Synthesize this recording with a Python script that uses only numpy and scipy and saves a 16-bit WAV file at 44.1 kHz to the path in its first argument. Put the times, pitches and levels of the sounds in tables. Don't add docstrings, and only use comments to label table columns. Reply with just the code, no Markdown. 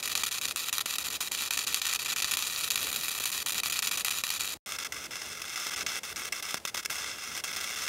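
import sys
import numpy as np
from scipy import signal
from scipy.fft import rfft, irfft
from scipy.io import wavfile
from scipy.ndimage import uniform_filter1d

SR = 44100
rng = np.random.default_rng(int(sys.argv[2]) if len(sys.argv) > 2 else 0)


def generate_wav(signal):
    frames = np.transpose(np.atleast_2d(signal))
    scaled = np.clip(frames, -1, 1) * 32767
    pcm = np.round(scaled).astype(np.int16)
    wavfile.write(sys.argv[1], SR, pcm)


N = 347508
CUT_START_S, CUT_END_S = 4.573, 4.661


def undb(db):
    return 10 ** (np.asarray(db) / 20)


def level(x, db):
    return x * undb(db) / np.sqrt(np.mean(x ** 2))


def unit_energy(h):
    return h / np.sqrt(np.sum(h ** 2))


def through(x, h):
    return signal.fftconvolve(x, h)[:N]


def walk(rate_hz):
    hold = int(SR / rate_hz)
    held = np.repeat(rng.standard_normal(N // hold + 1), hold)
    slewed = uniform_filter1d(uniform_filter1d(held, hold), hold)
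    return 1.44 * slewed[:N]


def sputter(clicks, tail_s, tail_db):
    keep = np.exp(-1 / (tail_s * SR))
    puffs = signal.lfilter([0, 1], [1, -keep], clicks) * rng.standard_normal(N)
    return clicks + undb(tail_db) * puffs


def flares(rate_hz=110, fade_s=0.0015, share=1.76):
    chance, size = rng.random((2, N))
    kicks = (chance < rate_hz / SR) * size
    return 1 + share * signal.lfilter([1], [1, -np.exp(-1 / (fade_s * SR))], kicks)


def sizzle(t, spits_per_s=1500, spread_db=4.2, hiss_db=(-3.5, 3), ripple_hz=120, ripple=.17):
    chance, size = rng.random((2, N))
    size_db = np.minimum(-spread_db * np.log(size + 1e-9), 15)
    clicks = (chance < spits_per_s / SR) * undb(size_db)
    spits = sputter(clicks, tail_s=.00015, tail_db=-11)
    hiss = undb(np.where(t < CUT_END_S, *hiss_db)) * rng.standard_normal(N)
    source = level(spits - spits.mean(), 0) + hiss
    mains = 1 + ripple * np.sin(2 * np.pi * ripple_hz * t)
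    flutter = undb(0.48 * walk(60))
    return level(source * mains * flares() * flutter, 0)


# time in seconds, RMS level in dB before shorts and bursts, lift above 8 kHz in dB.
ARC_COURSE = [(0, -31.5, -3), (.7, -32, 0.5), (1.25, -32, -0.5), (1.65, -30.5, -3), (2.4, -31, -1.5),
              (3.05, -32.5, 3), (3.6, -30.5, 0.5), (4.55, -33, -1), (4.66, -41, 5), (4.77, -37.5, 1),
              (4.95, -42.5, 2), (5.2, -40.5, 0), (5.44, -45, 3), (5.55, -37, 1), (5.9, -35.5, 0),
              (6.1, -39.5, 3), (6.5, -38.5, 2.5), (6.95, -37, 3.5), (7.1, -38, -6), (7.15, -42.5, 1),
              (7.42, -38, 2), (7.75, -36.5, 1), (7.88, -36, 3)]


def arc_course(t):
    at, arc_db, lift_db = np.transpose(ARC_COURSE)
    return undb(np.interp(t, at, arc_db)), undb(np.interp(t, at, lift_db))


def droplets(count=14, silence_ms=(4, 7), burst_db=(2, 7)):
    when, length, size = rng.random((count, 3)).T
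    lengths_ms = np.interp(length, (0, 1), silence_ms)
    bursts_db = np.interp(size, (0, 1), burst_db)
    return list(zip(when * CUT_START_S, lengths_ms, bursts_db))


# re-strike in seconds, silence before it in ms, burst over the arc in dB (negative is weak).
ARC_SHORTS = [(0.027, 21, 3), (0.094, 9.1, 3), (0.153, 19, 14), (0.235, 9.5, 12), (0.263, 10.4, 7.5),
              (0.311, 22, 8), (0.413, 24, 7), (0.477, 11, 4), (0.502, 6.7, -2), (0.56, 37, 10.5),
              (0.653, 6.9, 0), (0.727, 30.4, 7), (0.782, 7.7, -3), (0.806, 3.8, 6), (0.858, 38, 6.5),
              (0.954, 4.3, 11), (0.984, 21, 4), (1.041, 9.2, 1), (1.102, 15, 7), (1.205, 33, 10.5),
              (1.314, 30, 5), (1.507, 24, 12), (1.572, 9.8, 7), (1.667, 19.7, 5.5), (1.721, 5, 0.5),
              (1.744, 7.6, 6), (1.815, 16, -1), (1.865, 7.2, 7.5), (1.886, 4.4, 6), (1.911, 6.4, 5),
              (1.946, 8.2, 3), (1.991, 23, 8), (2.047, 9.6, 5), (2.08, 7.7, 4.5), (2.119, 4.6, 7.5),
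              (2.161, 24, 9), (2.22, 8.9, 1), (2.244, 9, 3), (2.272, 7.7, 7), (2.311, 7.2, 13),
              (2.336, 4.6, 7), (2.37, 12.7, 11), (2.704, 19.5, 15), (2.756, 8.3, 9), (2.928, 6.1, 6),
              (2.96, 5.5, 7), (3.105, 8.4, 3), (3.199, 10.6, 11), (3.255, 9.8, 10), (3.317, 12.6, 9),
              (3.461, 34, 13.5), (3.521, 9.8, 6.5), (3.544, 9.8, 5), (3.634, 30.4, 8.5), (3.697, 11, 2),
              (3.723, 8.4, 13.5), (3.823, 22, 10.5), (3.871, 6.1, 12), (3.912, 19, 13), (3.973, 10, 10),
              (4.047, 26, 16.5), (4.106, 10, 11), (4.237, 23, 14), (4.302, 8.9, 0), (4.395, 14.6, 1),
              (4.599, 59, 1), (4.786, 20.6, 9.5), (4.847, 10.4, 12.5), (4.922, 50.5, 13.5),
              (5.108, 40, 2.5), (5.417, 4, 14), (5.558, 8.2, 7), (5.706, 9.6, -2), (5.761, 12.7, 4.5),
              (5.864, 33, 9), (6.033, 41.6, 5), (6.16, 30, 8.5), (6.323, 35, 15.5), (6.425, 21, 10.5),
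              (6.568, 9.5, -4), (6.597, 15, -17), (6.651, 50, 7.5), (6.674, 11, 7), (6.744, 44.4, 7),
              (6.769, 8.4, 9), (6.825, 17, -14), (6.848, 13, 3), (6.898, 35, 6), (7.346, 5, 6),
              (7.364, 4.3, 7.5), (7.438, 31, 11), (7.527, 6.2, -1), (7.562, 7.6, 8), (7.602, 4, 1),
              (7.702, 4.5, 2), (7.759, 7.1, 2), (7.863, 4.9, -2)]


def burning(t, burst_s=0.0058, fade_s=0.002, ember_db=-26):
    gain = np.ones(N)
    for at, silence_ms, burst_db in list(ARC_SHORTS) + droplets():
        times = (at - silence_ms / 1000, at, at + 6 * burst_s)
        out, strike, settled = (int(np.clip(s * SR, 0, N)) for s in times)
        dying = np.exp(-(t[out:strike] - t[out]) / fade_s)
        gain[out:strike] *= undb(ember_db) + dying
        settling = np.exp(-(t[strike:settled] - at) / burst_s)
        gain[strike:settled] *= undb(burst_db * settling)
    return gain


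# time in seconds, peak of the click in dB along its path, before the treble lift.
LOUD_POPS = [(0.1181, -11), (0.2353, -9), (0.7293, -8), (0.7824, -5), (0.8108, -10), (0.9851, -11),
             (1.215, -10), (1.5096, -9), (1.5358, -10), (1.5756, -6), (1.591, -10), (1.6727, -9),
             (1.8196, -11), (1.8666, -11), (1.9506, -11), (2.2215, -9), (2.2451, -8), (2.3399, -10),
             (2.3712, -8), (2.4246, -9), (2.7092, -10), (2.7577, -7), (2.8299, -10), (2.9618, -9),
             (3.2388, -11), (3.2557, -10), (3.5059, -11), (3.6997, -11), (3.8269, -10), (3.8753, -9),
             (4.3044, -7), (4.4085, -10), (4.7215, -15), (5.6685, -13), (5.9568, -16), (6.2552, -17),
             (6.3267, -17), (6.5434, -10), (6.6524, -15), (6.7472, -14), (6.859, -12)]


def spatter(t, path_one, path_two, arc_gain, small_count=50, small_db=(19, 11)):
    when, size = rng.random((small_count, 2)).T
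    small = (when * N).astype(int)
    small_peak_db = np.where(t[small] < CUT_END_S, *small_db) - size
    at, peak_db = np.transpose(LOUD_POPS)
    clicks = np.zeros(N)
    clicks[small] = undb(small_peak_db) * arc_gain[small]
    clicks[(at * SR).astype(int)] = undb(peak_db)
    clicks = clicks / np.where(t < CUT_END_S, path_one.max(), path_two.max())
    return sputter(clicks, tail_s=.0012, tail_db=-19)


# time in seconds, peak in dB before the room echoes.
DULL_THUMPS = [(0.859, -25), (1.2087, -28), (1.316, -32), (3.205, -25), (4.237, -27.5), (5.665, -27),
               (6.544, -17.5), (6.6517, -24.5), (6.748, -25), (6.8592, -36), (6.899, -37)]


def thumps(low_hz=140, high_hz=1500):
    at, peak_db = np.transpose(DULL_THUMPS)
    push = np.zeros(N)
    push[(at * SR).astype(int)] = undb(peak_db)
    band = signal.butter(2, [low_hz, high_hz], "band", fs=SR, output="sos")
    beat_peak = signal.sosfilt(band, signal.unit_impulse(SR // 10)).max()
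    return signal.sosfilt(band, push) / beat_peak


FFT = 4096
CONTRAST = 1.12


def response(points, dips=()):
    f = np.arange(FFT // 2 + 1) * SR / FFT + 1
    hz, db = np.transpose(points)
    gain_db = np.interp(np.log(f), np.log(hz), db)
    for centre, width, depth_db in dips:
        gain_db = gain_db + CONTRAST * depth_db / (1 + (2 * (f - centre) / width) ** 2)
    fold = irfft(np.log(undb(gain_db)))[:FFT // 2]
    fold[1:] *= 2
    return unit_energy(irfft(np.exp(rfft(fold, FFT))))


# frequency in Hz, relative level in dB.
COLOUR_ONE = [(100, -22), (700, -30), (1200, -6), (2500, 4), (4000, -10), (6500, 4.5), (8500, -15),
              (11000, 1), (15700, -19.5)]
COLOUR_TWO = [(100, -29), (700, -14), (1200, -4), (2500, 5), (4000, -12.5), (6500, 2.5), (8500, -5),
              (11000, -10.5), (15700, -24)]
# centre in Hz, width in Hz, depth or height in dB before CONTRAST.
ECHOES_ONE = [(750, 210, 9.0), (1630, 360, -10.9), (2150, 210, -17.1), (2830, 700, -6.9), (3670, 100, -6.9),
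              (3920, 480, 9.0), (4240, 110, -8.9), (4530, 300, 9.0), (4680, 250, -13.4), (5550, 560, -13.7),
              (6320, 380, -11.2), (6630, 200, -10.8), (7230, 170, -5.0), (8220, 700, -5.0),
              (9470, 560, 7.1), (9820, 110, -6.1), (10230, 700, -13.6), (10980, 630, -13.1),
              (12090, 700, -8.4), (13110, 380, -7.8), (13560, 120, -6.3)]
ECHOES_TWO = [(960, 260, -6.7), (1550, 140, -2.9), (1820, 150, -17.3), (2420, 280, -15.1),
              (2980, 260, -11.2), (3500, 180, 5.1), (4480, 150, -5.1), (4960, 250, -12.5), (5240, 540, 8.7),
              (5520, 310, -11.1), (6300, 430, -9.5), (6910, 300, -15.9), (7550, 620, -8.9),
              (8020, 270, -10.0), (8860, 700, -9.2), (9840, 360, -5.5), (10440, 620, -13.2),
              (11380, 240, -6.3), (12030, 630, -5.7), (12760, 560, -6.9), (13550, 140, -5.8)]


def seam_paths():
    return response(COLOUR_ONE, ECHOES_ONE), response(COLOUR_TWO, ECHOES_TWO)


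def room(t60_s=.24, gap_ms=4, dull=.45):
    t = np.arange(SR // 2) / SR
    echoes = rng.standard_normal(len(t)) * undb(-60 * t / t60_s) * (t > gap_ms / 1000)
    return unit_energy(signal.lfilter([1], [1, -dull], echoes))


# frequency in Hz, relative density in dB per Hz.
SHOP_SPECTRUM = [(30, -48), (48, -7), (72, 0.5), (105, -4), (150, -3.5), (200, -3), (600, -4.5),
                 (1100, -11), (2500, -14.5), (10000, -18.5), (15700, -26)]
# centre in Hz, width in Hz, height in dB before CONTRAST.
FAN_HUMP = [(438, 40, 3.5)]


def shop(shop_db=-52):
    air = through(rng.standard_normal(N), response(SHOP_SPECTRUM, FAN_HUMP))
    return level(air * undb(1.6 * walk(15)), shop_db)


def scene():
    t = np.arange(N) / SR
    path_one, path_two = seam_paths()
    lit = burning(t)
    strength, treble_gain = arc_course(t)
    arc = sizzle(t) * lit * strength
    pops = spatter(t, path_one, path_two, np.minimum(lit, 1) * strength)
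    source = arc + pops
    treble = signal.sosfilt(signal.butter(2, 8000, "high", fs=SR, output="sos"), source)
    source = source + (treble_gain - 1) * treble
    first = t < CUT_END_S
    near = through(source * first, path_one) + through(source * ~first, path_two) + thumps()
    echoes = undb(-22.5) * through(near, room())
    return (near + echoes + shop())[None]


def record(dry, bass_hz=40, top_hz=15750):
    t = np.arange(N) / SR
    fading = undb(-22 - 1500 * np.clip(t - CUT_START_S, 0, 1))
    wet = dry * np.where((t > CUT_START_S) & (t < CUT_END_S), fading, 1)
    wet = signal.sosfilt(signal.butter(2, bass_hz, "high", fs=SR, output="sos"), wet)
    return signal.sosfilt(signal.ellip(12, .3, 70, top_hz, fs=SR, output="sos"), wet)


dry = scene()
out = record(dry)
generate_wav(out)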